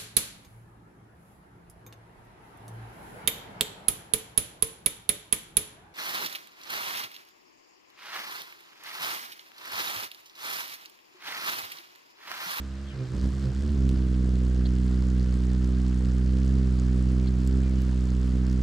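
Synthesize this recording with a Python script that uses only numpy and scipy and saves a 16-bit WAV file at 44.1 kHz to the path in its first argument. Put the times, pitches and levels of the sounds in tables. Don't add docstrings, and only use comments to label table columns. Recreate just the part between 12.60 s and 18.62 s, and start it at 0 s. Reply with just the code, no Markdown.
import sys
import numpy as np
from scipy import signal
from scipy.fft import rfft, irfft, next_fast_len
from scipy.io import wavfile
from scipy.ndimage import uniform_filter1d

SR = 44100
rng = np.random.default_rng(int(sys.argv[2]) if len(sys.argv) > 2 else 0)


def unload_audio(sound):
    columns = np.transpose(np.atleast_2d(sound))
    steps = np.round(np.clip(columns, -1, 1) * 32767)
    wavfile.write(sys.argv[1], SR, steps.astype(np.int16))


def volts(x):
    e = np.asarray(x, float) / 20
    return 10 ** e


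N = 265482
TURN = 0.3765


def level(x, db):
    return x * volts(db) / np.sqrt(np.mean(x ** 2))


def colour(x, points):
    hz, db = np.transpose(points)
    size = next_fast_len(N)
    f = np.maximum(np.fft.rfftfreq(size, 1 / SR), 1)
    gain = volts(np.interp(np.log(f), np.log(hz), db))
    return irfft(rfft(x, size) * gain, size)[..., :N]


def walk(rate):
    k = int(SR / rate)
    held = np.repeat(rng.standard_normal(N // k + 1), k)
    slewed = uniform_filter1d(uniform_filter1d(held, k), k)
    return 1.3 * slewed[:N]


def spread(side_db):
    mid, side = rng.standard_normal((2, N))
    return mid + volts(side_db) * side * np.array([[1], [-1]])


def place(x, pan_db):
    return x * volts(np.array([pan_db, -pan_db]).reshape(2, -1) / 2)


def burst(seconds, hz, width, noise):
    n = np.arange(len(noise))
    click = 3 * (n == int(seconds * SR))
    puff = (noise + click) * n * np.exp(-n / SR / seconds)
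    band = np.clip([hz - width / 2, hz + width / 2], 300, 16000)
    puff = signal.sosfilt(signal.butter(2, band, "bandpass", fs=SR, output="sos"), puff)
    return puff / np.abs(puff).max()


def garden():
    # freq_hz, gain_db
    garden_colour = [(350, -21), (600, 0.5), (830, -9.5), (1100, -3.5), (1310, -3.5), (1860, -4),
                     (2080, -6), (4200, -10.5), (7340, -19.5), (9390, -27), (10400, -35.5), (11700, -34),
                     (13300, -48)]
    low = colour(spread(-7), [(1500, -0.5), (3000, -9.5)]) * volts(0.48 * walk(6.1))
    high = colour(spread(-4.0), [(1500, -10.5), (3000, -4.0), (9000, 0.0), (11000, -15)])
    high = high * volts(0.53 * walk(7.6))
    top = colour(spread(-1.8), [(9000, -24.0), (11000, -2)])
    return level(colour(low + high + top, garden_colour), -53.5)


def birds():
    # start_s, level_db
    chips = [(2.053, -42.5), (4.669, -47)]
    # delay_s, length_s, start_hz, middle_hz, end_hz, level_db against the chip
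    chip_voices = [(0, .007, 4300, 4050, 3800, -4), (.004, .013, 3700, 4450, 3800, 0),
                   (-.003, .021, 3500, 3300, 3050, -10)]
    chip_seat = (0.57, -2.2, .58)
    # start_s, length_s, start_hz, middle_hz, end_hz, level_db
    whistles = [(.138, .03, 1800, 1810, 1810, -58), (.265, 0.075, 3350, 3150, 2830, -54),
                (.292, .079, 2870, 2150, 2060, -58), (.39, .03, 2450, 2430, 2420, -58),
                (4.46, .069, 3200, 2760, 2600, -60), (4.597, 0.076, 2370, 2420, 2240, -58),
                (5.013, .11, 2300, 2400, 2030, -57), (5.158, 0.081, 2880, 2950, 2880, -56)]
    whistle_seat = (.45, 4.9, 1.8)

    calls = [(s + late, *shape, db + below_db, *chip_seat)
             for s, db in chips for late, *shape, below_db in chip_voices]
    calls += [(*row, *whistle_seat) for row in whistles]
    out = np.zeros((2, N))
    rasp = walk(1500) + 1j * walk(1500)
    for s, length, *hz, db, hoarse, pan_db, lag in calls:
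        i = int(s * SR)
        u = np.arange(int(length * SR)) / (length * SR)
        pitch = np.polyval(np.polyfit([0, .5, 1], hz, deg=2), u)
        tone = np.exp(2j * np.pi * np.cumsum(pitch) / SR)
        voice = (1 + hoarse * rasp[i:i + len(u)]) * tone
        ports = np.real(voice * np.exp(.5j * lag * np.array([[-1], [1]])))
        swell = np.sin(np.pi * u) ** 0.43
        out[:, i:i + len(u)] += volts(db) * place(swell * ports, pan_db)
    t = np.arange(SR // 8) / SR
    bushes = .012 * rng.standard_normal((2, len(t))) * np.exp(-t / .015)
    return out + signal.fftconvolve(out, bushes, axes=1)[:, :N]


def ticks():
    # start_s, tap_peak_db, centre_hz
    taps = [(1.2918, -26, 4700), (1.2921, -30, 6500), (3.0438, -38, 6000), (3.0461, -33, 6500),
            (3.8563, -37, 9000), (4.198, -29, 4400), (4.875, -26.5, 7000), (4.8812, -37, 7500),
            (5.2195, -32, 10000), (5.9262, -35, 7500)]
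    tap_colour = [(1000, -9), (3000, 0.0), (9000, -2.0), (10300, -14), (11800, 0.0),
                  (13500, -20), (15000, -40)]
    relative_width = 0.97
    out = np.zeros((2, N + 1024))
    noise = rng.standard_normal((len(taps), 2, 1024))
    for (s, db, hz), (tap_noise, rattle_noise) in zip(taps, noise):
        tap = burst(0.00021, hz, relative_width * hz, tap_noise)
        rattle = burst(0.00097, hz, relative_width * hz, rattle_noise)
        i = int(s * SR)
        out[:, i:i + 1024] += volts(db) * (tap + 0.06 * rattle)
    return colour(out[:, :N], tap_colour)


def swerves(column):
    # centre_s, bell_width_s (standard deviation), buffet_db, whoosh_db
    sharp_turns = [(0.38, 0.057, 10.5, -55), (0.552, 0.039, 7.5, -57), (0.649, 0.0089, 4, -52),
                   (0.854, 0.018, 2, -51.5), (.92, 0.018, 2, -70), (1.013, 0.029, -3, -60),
                   (1.063, 0.024, -1, -56), (1.184, 0.0086, -11, -72), (1.36, 0.018, -5, -54)]
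    t = np.arange(N) / SR
    return sum(volts(row[column]) * np.exp(-.5 * ((t - row[0]) / row[1]) ** 2) for row in sharp_turns)


def wake(beats, near):
    # freq_hz, gain_db
    buffet_colour = [(20, -1), (40, 7), (90, 7.5), (220, 4.5), (400, -5.5), (700, -19.5), (1200, -55.5)]
    # freq_hz, gain_db
    whoosh_colour = [(300, 3), (600, -4), (1400, 1.5), (2500, -13), (5000, -3), (7000, -26), (10000, -38)]
    gust = 1 + 1.3 * np.cos(2 * np.pi * (beats - TURN))
    buffet = level(colour(gust * rng.standard_normal(N), buffet_colour), -8)
    buffet = buffet * near * volts(1.2 * walk(12))
    whoosh = level(colour(gust ** 2 * spread(-18), whoosh_colour), 0)
    return place(buffet * (1 + swerves(column=2)), -3) + whoosh * swerves(column=3)


def feathers(beats, gain_db):
    # share of the beat, relative_level_db, scatter_db, time_to_crest_ms, mean_centre_hz, width_hz
    snaps = [(.53, 4, 1.9, .18, 6200, 5500), (.09, -5.5, 3.2, .5, 3900, 3500),
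             (.53, -11, 2.5, .9, 1500, 1600)]
    # freq_hz, gain_db
    feather_colour = [(410, -29), (700, -4), (1000, -3), (1060, -4.5), (1580, -4), (2460, -13),
                      (3040, -8.5), (3790, -12.5), (4340, -9), (6060, -13), (7650, -12.5), (9100, -18),
                      (10200, -23), (11900, -24), (13300, -36)]
    out = 0.5 * spread(-8) * volts(1.2 * walk(40))
    for share, db, scatter_db, ms, hz, width in snaps:
        starts = np.flatnonzero(np.diff(np.floor(beats - share)))
        luck = rng.standard_normal((500, 4))
        noise = rng.standard_normal((500, 256))
        for i, (size, tint, late, side), puff in zip(starts, luck, noise):
            i = int(np.clip(i + 8 * late, 0, N - 256))
            snap = burst(ms / 1000, hz * np.exp(0.17 * tint), width, puff)
            snap_gain = volts(db + 9.5 + scatter_db * size)
            out[:, i:i + 256] += snap_gain * place(snap, 1.1 + 1.5 * side)
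    return level(colour(out, feather_colour), 8.5) * volts(gain_db)


def radiation(t, hz):
    # time_s, hum_level_db at the resting beat rate,
    # bearing_deg before sway (0 faces the swing of the stroke, -90 the downwash)
    flight = [(0, -36, 1), (.12, -36.5, -15), (.18, -37.5, -9), (.32, -40.5, -20), (.37, -36, -64),
              (.42, -30, -86), (.45, -34, -103), (.485, -38, -56), (.51, -33, -75), (.55, -30, -37),
              (.59, -30, -1), (.635, -27, -1), (.665, -24.5, 13), (.71, -31, 11), (.735, -30, -34),
              (.78, -30.5, -26), (.81, -30.5, -11), (.87, -26, -47), (.9, -29, -59), (.935, -32.5, -9),
              (.97, -28.5, 8), (1.03, -31, 8), (1.09, -30.5, -19.5), (1.16, -26.5, 20.5), (1.25, -22.5, 23),
              (1.4, -24, 18.5), (1.7, -23, 15), (3.0, -23.5, 14.5), (3.8, -23.5, 16), (3.9, -23, 21),
              (4.08, -23, 17.5), (4.5, -23, 20), (4.82, -24, 17.5), (4.95, -22.5, 17), (5.08, -24.5, 16),
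              (6.02, -23.5, 17.5)]
    # swing_db, downwash_db
    pushes = [(0.5, -38), (-35.5, 1), (-8, -21), (-15.5, -16.5), (-20.5, -22.5), (-34.5, -17)]
    lag_bearings = (0, 11)
    turn_lag = 0.042
    rest_hz, effort_db_per_hz = 63, 0.45
    hover_db, far_brighter = -23, 0.31

    s, path_db, path_deg = np.transpose(flight)
    db = np.interp(t, s, path_db) + effort_db_per_hz * (hz - rest_hz)
    deg = np.interp(t, s, path_deg)
    late = np.exp(-2j * np.pi * np.interp(deg, lag_bearings, [turn_lag, 0]))
    bearing = np.radians(deg + 0.5 * walk(9.7))
    orders = []
    for k, (swing_db, down_db) in enumerate(pushes, start=1):
        swing = volts(swing_db) * np.cos(bearing)
        downwash = volts(down_db) * np.sin(bearing) * (-1j if k % 2 else 1)
        gain = volts(db + far_brighter * (hover_db - db) * (k == 5))
        orders.append(gain * late ** (k * (k > 2)) * (swing + downwash))
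    return orders


def wings(beats, orders):
    # level_db against order 5 or 6, whichever has the same parity
    upper_drop_db = [-11.5, -10, -22, -20, -30.5, -26.5]
    sharper = 1 + 0.31 * swerves(column=2)
    orders = orders + [orders[4 + k % 2] * volts(drop_db) * sharper
                       for k, drop_db in enumerate(upper_drop_db)]
    swing = np.real(orders[0] * np.exp(2j * np.pi * beats))
    out = place(volts(.25 * walk(29.74)) * swing, -2.6)
    turn, snap_db = TURN + .002 * walk(40), walk(60)
    for k, order in enumerate(orders[1:], start=2):
        lead = np.pi / 2 * (k > 5)
        phase = 2 * np.pi * k * (beats - turn) + lead + np.angle(order) + 0.024 * k * walk(25)
        ports = np.cos(phase + 0.012 * k * np.array([[1], [-1]]))
        vary_db = 0.09 * k * snap_db + 0.037 * k * walk(24.76) + 0.2244 * k * walk(10)
        strength = np.abs(order) * volts(vary_db) * sharper ** (0.26 * (2 < k < 7))
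        out -= strength * place(ports, -2.2 - 0.53 * k)
    return np.sqrt(2) * out


def scene():
    # time_s, beat_hz
    beat_rate = [(0.0, 67.67), (0.12, 65.5), (0.24, 68.85), (0.48, 62.61), (0.81, 67.02), (0.9, 64.15),
                 (0.99, 67.3), (1.05, 72.01), (1.11, 73.11), (1.19, 66.23), (1.48, 63.21), (1.87, 62.72),
                 (2.33, 63.05), (2.39, 63.49), (2.82, 62.2), (3.02, 63.39), (3.53, 62.84), (3.59, 63.1),
                 (3.94, 65.93), (4.16, 62.95), (4.68, 63.97), (4.75, 62.89), (4.94, 65.49), (5.25, 64.09),
                 (5.43, 62.93), (6.02, 63.69)]
    # time_s, gain_db
    feather_gain = [(0, -68), (.36, -72.5), (.54, -63.5), (.63, -60.5), (.7, -62.5), (1.08, -63.5),
                    (1.3, -64), (2.3, -62.5), (6.02, -63)]
    t = np.arange(N) / SR
    hz = np.interp(t, *np.transpose(beat_rate))
    beats = .234 + np.cumsum(hz) / SR
    orders = radiation(t, hz)
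    hum = wings(beats, orders) + wake(beats, np.abs(orders[2]))
    rustle = feathers(beats, np.interp(t, *np.transpose(feather_gain)))
    return hum + rustle + ticks() + birds() + garden()


def low_pass(x):
    return signal.sosfilt(signal.butter(12, 13480, fs=SR, output="sos"), x)


def record(dry):
    notch = [(9700, -0.5), (10350, -6.5), (10900, 1)]  # (Hz, dB)
    heard = colour(dry, notch)
    return low_pass(heard)


dry = scene()
out = record(dry)
unload_audio(out)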